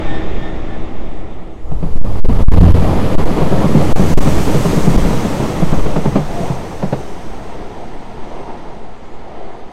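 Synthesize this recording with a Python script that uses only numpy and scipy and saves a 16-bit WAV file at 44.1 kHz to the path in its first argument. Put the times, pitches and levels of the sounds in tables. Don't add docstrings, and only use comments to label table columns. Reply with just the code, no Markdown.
import sys
import numpy as np
from scipy import signal
from scipy.fft import rfft, irfft, next_fast_len
from scipy.io import wavfile
from scipy.ndimage import uniform_filter1d, map_coordinates

SR = 44100
rng = np.random.default_rng(int(sys.argv[2]) if len(sys.argv) > 2 else 0)


def transcribe(signal):
    frames = np.atleast_2d(signal).T
    limited = np.clip(frames, -1, 1)
    pcm = np.round(limited * 32767).astype(np.int16)
    wavfile.write(sys.argv[1], SR, pcm)


N = 428652

HIDDEN_S, CLEAR_S = 1.68, 2.574
SPEED_M_PER_S, GAIN_M_PER_S2, WHEELBASE_M = 21.5, 0.55, 2.5
LEAVES_S, HEIGHT_M = 4.73, 25.04


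def engine():
    # time_s, rate_hz
    firing = [(2.1, 103.2), (2.35, 98.7), (2.52, 87.54), (4.4, 86.25), (9.72, 86.2)]
    # middle_s, half_width_s, drone_db
    outlets = [(2.14, 0.14, -22.5), (2.67, .15, -5), (4.1, 0.33, -18), (6.35, 0.45, -33)]
    t = clock()
    rate = np.interp(t, *np.transpose(firing))
    pair = exhaust(rate) + amp(-14) * exhaust(rate * 1.04)
    power = amp(passing(open_db=-39.5, screen_db=6, loss_db=15)) ** 2
    for middle, half_width, db in outlets:
        closeness = 1 / (1 + ((t - middle) / half_width) ** 2)
        power = power + (amp(db) * closeness) ** 2
    return np.sqrt(power) * pair * ramp(1.6, 1.9)


def exhaust(rate):
    # multiple_of_firing_rate, relative_level_db
    orders = [(.5, -11), (1, -3.5), (2, -13), (2.5, -29), (3, -21.5)]
    phase = 2 * np.pi * np.cumsum(rate * (1 + 0.004 * wobble(20))) / SR
    tone = np.zeros(N)
    for k, db in orders:
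        tone += amp(db + wobble(8)) * np.sin(k * phase + rng.uniform(0, 2 * np.pi))
    return unit(tone)


def carriages():
    # frequency_hz, relative_level_db
    body_spectrum = [(60, -13), (105, -4), (140, -3), (170, -3), (215, -2.5), (245, -8), (300, -5),
                     (380, -14), (600, -21.5)]
    near_spectrum, far_spectrum = [(150, -5), (300, -7), (410, -1), (500, -1.5), (700, -5.5), (1000, -9),
                                   (1250, -12.5), (1500, -28), (2200, -38)], [(100, -39), (205, -1), (260, -5), (390, 2), (500, -1),
                                                      (590, -3.5), (700, 0.5), (980, -4.5), (1120, -11.5),
                                                      (1280, -11.5), (1500, -21.5), (2200, -20.5)]
    rail_spectrum = [(900, -21), (1350, 0), (1550, -3.5), (1750, -2), (2150, -3), (2700, -6), (3300, -7),
                     (4200, -11.5), (5000, -14), (6500, -60)]
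    # frequency_hz, relative_level_db
    front_spectrum = [(2500, -27), (4500, 1.5), (5500, 3.5), (8000, 0), (10000, -2.5), (11500, 1.5),
                      (12600, -8), (16000, -13)]
    above_spectrum = [(2500, -17), (4500, -3.5), (5200, -2), (6200, 0), (7400, -2.5), (8500, -3),
                      (9800, -9.5), (11500, -8), (14000, -12), (16000, -19)]
    behind_spectrum = [(2500, -21), (4500, -9), (5200, 1), (6200, 4), (7300, -7.5), (8500, 0.5),
                       (9500, -18), (11000, -10), (13500, -27), (16000, -31)]
    # middle_s, half_length_s, roll_db, hiss_db
    level_changes = [(3.65, 0.29, 0.5, .5), (6.45, 0.11, 4, 4), (7.05, 0.47, -0.5, 2.5),
                     (7.604, 0.098, 2.5, -0.5), (8.463, 0.29, 5, 3), (9.47, 0.26, 5.5, 2)]

    far = ramp(5.74, 7.16)
    judder_db = wobble(40) * (1 - far / 2)
    roll_change_db = sum(db * bump(s, half, half) for s, half, db, _ in level_changes)
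    hiss_change_db = sum(db * bump(s, half, half) for s, half, _, db in level_changes)
    fans = bump(4.283, rise=0.5, fall=2.92)

    body_db = passing(open_db=-17.5, screen_db=19.5, loss_db=38.3) + 0.52 * roll_change_db + 2 * judder_db
    body = amp(body_db) * rush(body_spectrum, patchy_db=0.5)

    roll_db = passing(open_db=-20.5, screen_db=17.8, loss_db=24.1) + roll_change_db + judder_db
    roll = amp(roll_db) * blend(rush(near_spectrum, patchy_db=1.5), rush(far_spectrum, patchy_db=1.5), far)

    rail_db = passing(open_db=-33.5, screen_db=19, loss_db=24.6) + 0.56 * roll_change_db
    rail_db = rail_db + 3 * fans + judder_db / 2
    rail = amp(rail_db) * rush(rail_spectrum, patchy_db=0.43)

    air_db_per_m = 0.17
    hiss_db = passing(open_db=-42.5, screen_db=16.5, loss_db=4.9) - air_db_per_m * gone()
    hiss_db = hiss_db + hiss_change_db + 9 * fans
    hiss = blend(rush(front_spectrum, patchy_db=0.1), rush(above_spectrum, patchy_db=1.1), ramp(3.0, 4.25))
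    hiss = amp(hiss_db) * blend(hiss, rush(behind_spectrum, patchy_db=1.5), ramp(4.5, 8.5))
    return (body + roll) * ramp(1.62, 1.67) + (rail + hiss) * ramp(1.5, 1.86)


def knocks():
    # front_axle_s, front_axle_db, rear_axle_db, clank_over_thud_db (before a fixed offset)
    crossings = [(1.714, -8, -4.5, -17.5), (2.183, -24, -4, -14.5), (2.618, 7, -12, -34),
                 (2.765, -4, -5.5, -15), (3.415, 1, 0.5, -16.5), (3.641, 1, 8, -25), (3.995, 2, -1.5, -18),
                 (4.165, -8, 2, -17), (4.541, 2.5, 1.5, -17.5), (4.768, 2, 7, -23.5),
                 (4.947, -1.5, -2.5, -16), (5.397, -2.5, -7.5, -17), (5.621, 4.5, 2.5, -17.5),
                 (5.857, -5, 0, -10.5), (6.054, 1, 4, -12.5), (6.397, -5, -1.5, -24),
                 (6.825, -3, -1, -11.5)]
    # frequency_hz, relative_level_db, decay_by_60_db_s
    modes = [(139.4, -1, 0.23), (164.3, 1, 0.19), (208.2, -1, 0.14), (284.5, -6.5, 0.14), (386.4, -9, 0.14)]
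    # frequency_hz, relative_level_db
    clank_spectrum = [(150, -15), (350, 6), (650, 4), (1000, -4.5), (1500, -17.5), (2400, -22), (5000, -34)]
    out, t = np.zeros(N + SR), np.arange(SR // 2) / SR
    rattle = rush(clank_spectrum)
    attack = 1 - np.exp(-t / 0.003)
    clank_decay = amp(-60 * t / 0.085) + amp(-12.5 - 60 * t / 0.22)
    for start, front_db, rear_db, clank_db in crossings:
        rear_start = start + WHEELBASE_M / speed(start)
        for s, db in ((start, front_db), (rear_start, rear_db)):
            thud = np.zeros(len(t))
            for hz, level, t60 in modes:
                envelope = amp(level + rng.normal(0, 2.3) - 60 * t / t60)
                turns = hz * rng.normal(1, 0.049) * t + rng.random()
                thud += envelope * np.sin(2 * np.pi * turns)
            clank = rattle[rng.integers(N - len(t)):][:len(t)] * clank_decay
            knock = amp(db - 5.5) * peak_one(thud * attack)
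            knock += amp(db + clank_db + 5.0) * peak_one(clank * attack)
            out[round(s * SR):][:len(t)] += knock
    return out[:N]


def groan():
    # frequency_hz, relative_level_db
    groan_spectrum = [(500, -30), (660, -1), (700, 6), (740, -21), (900, -32)]
    return amp(-29.0) * rush(groan_spectrum) * ramp(6.26, 6.34) * (1 - ramp(6.52, 6.66))


def first_train():
    # frequency_hz, relative_level_db
    roll_spectrum, ring_spectrum = [(60, 0.5), (130, -6.5), (186, -6), (245, -6.5), (350, -8), (450, -9.5),
                                    (520, -12), (790, -13.5), (950, -20.5), (1300, -25), (1500, -44),
                                    (1950, -49)], [(1000, 2.5), (1400, 1), (1580, -4), (1800, 2),
                                                        (2100, 0.5), (2700, -5), (3100, -7), (3300, -8),
                                                        (3420, -6), (3600, -7), (4200, -15.5),
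                                                        (7000, -23.5), (10000, -36), (16000, -43)]
    # frequency_hz, level_relative_to_rolling_db
    hum_lines = [(106, -11.5), (186, -11.5), (321, -8), (382, -13.5), (644, -15), (792, -27)]
    # frequency_hz, level_relative_to_ring_db
    whine_lines = [(1795, -27), (3280, -18.5), (3590, -15.5)]
    t = clock()
    roll = rush(roll_spectrum) + tones(hum_lines, drift=0.0058, rate=20.1)
    ring = rush(ring_spectrum, patchy_db=1.0) + tones(whine_lines, drift=0.0066, rate=130)
    fading = amp(-22.5 - 6.5 * t) * roll + amp(-33.5 - 9.5 * t) * ring
    return fading * (1 - ramp(1.42, 2.07))


def squeals():
    # middle_s, length_s, pitch_hz, level_db
    rubs = [(0.136, .13, 1808, -31.5), (.45, .11, 1795, -35.5), (0.733, .1, 1756, -42),
            (1.049, .12, 1760, -52)]
    # multiple_of_pitch, relative_level_db
    partials = [(.44, 0.5), (1, 1.5), (1.831, -12), (2.019, -8), (3, -23), (4.97, -30)]
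    t, out = clock(), np.zeros(N)
    jitter = 0.0116 * wobble(170)
    for s, length, hz, db in rubs:
        near = np.abs(t - s) < 2 * length
        phase = 2 * np.pi * np.cumsum(hz * (1 + jitter[near])) / SR
        swell = amp(db) * np.exp(-(2 * (t[near] - s) / length) ** 2)
        out[near] += swell * sum(amp(level) * np.sin(k * phase) for k, level in partials)
    return out * amp(1 + 2.5 * wobble(90))


def wind():
    # frequency_hz, relative_level_db
    heave_spectrum, flutter_spectrum = [(1, 10), (3, 6), (8, -6.5), (14, -1), (24, -44), (50, -57)], [(10, -32), (22, 5), (45, -3), (68, -5), (90, -18.5),
                                                       (125, -30), (250, -27), (700, -72)]
    strength = draught()
    heave = 0.57 * np.tanh(amp(20.5) * strength * rush(heave_spectrum))
    flutter = strength * amp(1.5 * wobble(12)) * rush(flutter_spectrum)
    swell = np.tanh(2 * eddies(rise=0.022, release=0.022))
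    flow = 0.65 * swell + (1 - np.abs(swell)) * heave + flutter
    core = eddies(rise=0.0032, release=0.00082)
    moving_air = core + flow * np.clip(1 - np.abs(core), 0, 1)
    return moving_air * ramp(0, 0.02) * (1 - ramp(9.68, 9.72))


def eddies(rise, release):
    # onset_s, length_s, pressure_full_scales
    surges = [(1.937, .021, -1.14), (1.983, .031, 1.2), (2.016, 0.028, 1.16), (2.202, 0.044, 1.4),
              (2.262, 0.0252, -1.43), (2.436, 0.047, -2), (2.487, .031, 2), (2.547, 0.021, 1.25),
              (2.721, 0.0213, 2), (3.154, 0.027, -1.5), (3.247, 0.0066, 4.5), (3.929, .03, -1.55),
              (4.14, 0.034, 1.5), (4.192, .014, -2), (4.965, .011, -1.5)]
    out, t = np.zeros(N), np.arange(-SR // 5, SR // 4) / SR
    for s, length, pressure in surges:
        pulse = (np.tanh(t / rise) - np.tanh((t - length) / release)) / 2
        out[round((s + t[0]) * SR):][:len(t)] += pressure * pulse
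    return out


def draught():
    # start_s, level_at_start_db, fading_db_per_s
    wake_rows = [(0, -21.5, 7.5), (1.7, -19, 2.9)]
    # middle_s, half_length_s, level_db
    gust_rows = [(1.757, .1, -18), (2.56, 0.25, -5), (4.303, .3, -18.5), (4.994, 0.15, -17.5),
                 (5.776, 0.16, -18)]
    t = clock()
    wakes = [amp(db - fade * (t - s)) * ramp(s, s + 0.031) for s, db, fade in wake_rows]
    gusts = [amp(db) * bump(s, half, half) for s, half, db in gust_rows]
    breeze = amp(-47)
    return np.sqrt(breeze ** 2 + sum(part ** 2 for part in wakes + gusts))


def trees():
    # frequency_hz, relative_level_db
    leaf_spectrum = [(1000, -24), (4000, -13), (7000, -1), (10000, -13), (16000, -25)]
    return amp(-65.5) * rush(leaf_spectrum, patchy_db=3.5)


def speed(s):
    return SPEED_M_PER_S + GAIN_M_PER_S2 * s


def gone():
    t = clock()
    return np.cumsum(speed(t) * (t > LEAVES_S)) / SR


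def passing(open_db, screen_db, loss_db):
    screened = 1 - ramp(HIDDEN_S, CLEAR_S)
    relative_distance = np.hypot(1, gone() / HEIGHT_M)
    return open_db - screen_db * screened - loss_db * np.log10(relative_distance)


def tones(lines, drift, rate):
    out = np.zeros(N)
    for hz, db in lines:
        level = amp(db + 2.3 * wobble(rate / 3))
        out += level * np.sin(2 * np.pi * np.cumsum(hz * (1 + drift * wobble(rate))) / SR)
    return out


def rush(spectrum, patchy_db=0):
    z = signal.stft(rng.standard_normal(N), nperseg=512)[2]
    field = uniform_filter1d(rng.standard_normal(z.shape), size=4, axis=0)
    field = uniform_filter1d(field, size=10, axis=1)
    noise = signal.istft(z * amp(patchy_db * unit(field)), nperseg=512)[1][:N]
    f, db = np.transpose(spectrum)

    def response(hz):
        return amp(np.interp(np.log(hz + 1), np.log(f + 1), db, left=-120, right=-120))

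    return unit(filtered(noise, response))


def filtered(x, response):
    m = next_fast_len(N + SR // 2)
    return irfft(rfft(x, m) * response(np.fft.rfftfreq(m, 1 / SR)), m)[:N]


def blend(a, b, share):
    return np.sqrt(1 - share) * a + np.sqrt(share) * b


def wobble(rate):
    return map_coordinates(rng.standard_normal(int(N * rate / SR) + 4), [np.arange(N) * rate / SR])


def bump(s, rise, fall):
    t = clock() - s
    return np.exp(-(t / np.where(t < 0, rise, fall)) ** 2)


def ramp(start, end):
    return np.clip((clock() - start) / max(end - start, 1 / SR), 0, 1)


def clock():
    return np.arange(N) / SR


def amp(db):
    return 10 ** (np.asarray(db) / 20)


def unit(x):
    return x / np.sqrt(np.mean(x ** 2) + 1e-20)


def peak_one(x):
    return x / np.abs(x).max()


def scene():
    diesel_unit = engine() + carriages() + knocks() + groan()
    departing_train = first_train() + squeals()
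    return (diesel_unit + departing_train + wind() + trees())[None]


def record(dry):
    top_hz = 16100
    held = 0.96 * dry[0] / (1 + np.abs(dry[0]) ** 8) ** (1 / 8)
    return filtered(held, lambda hz: hz < top_hz)[None]


dry = scene()
out = record(dry)
transcribe(out)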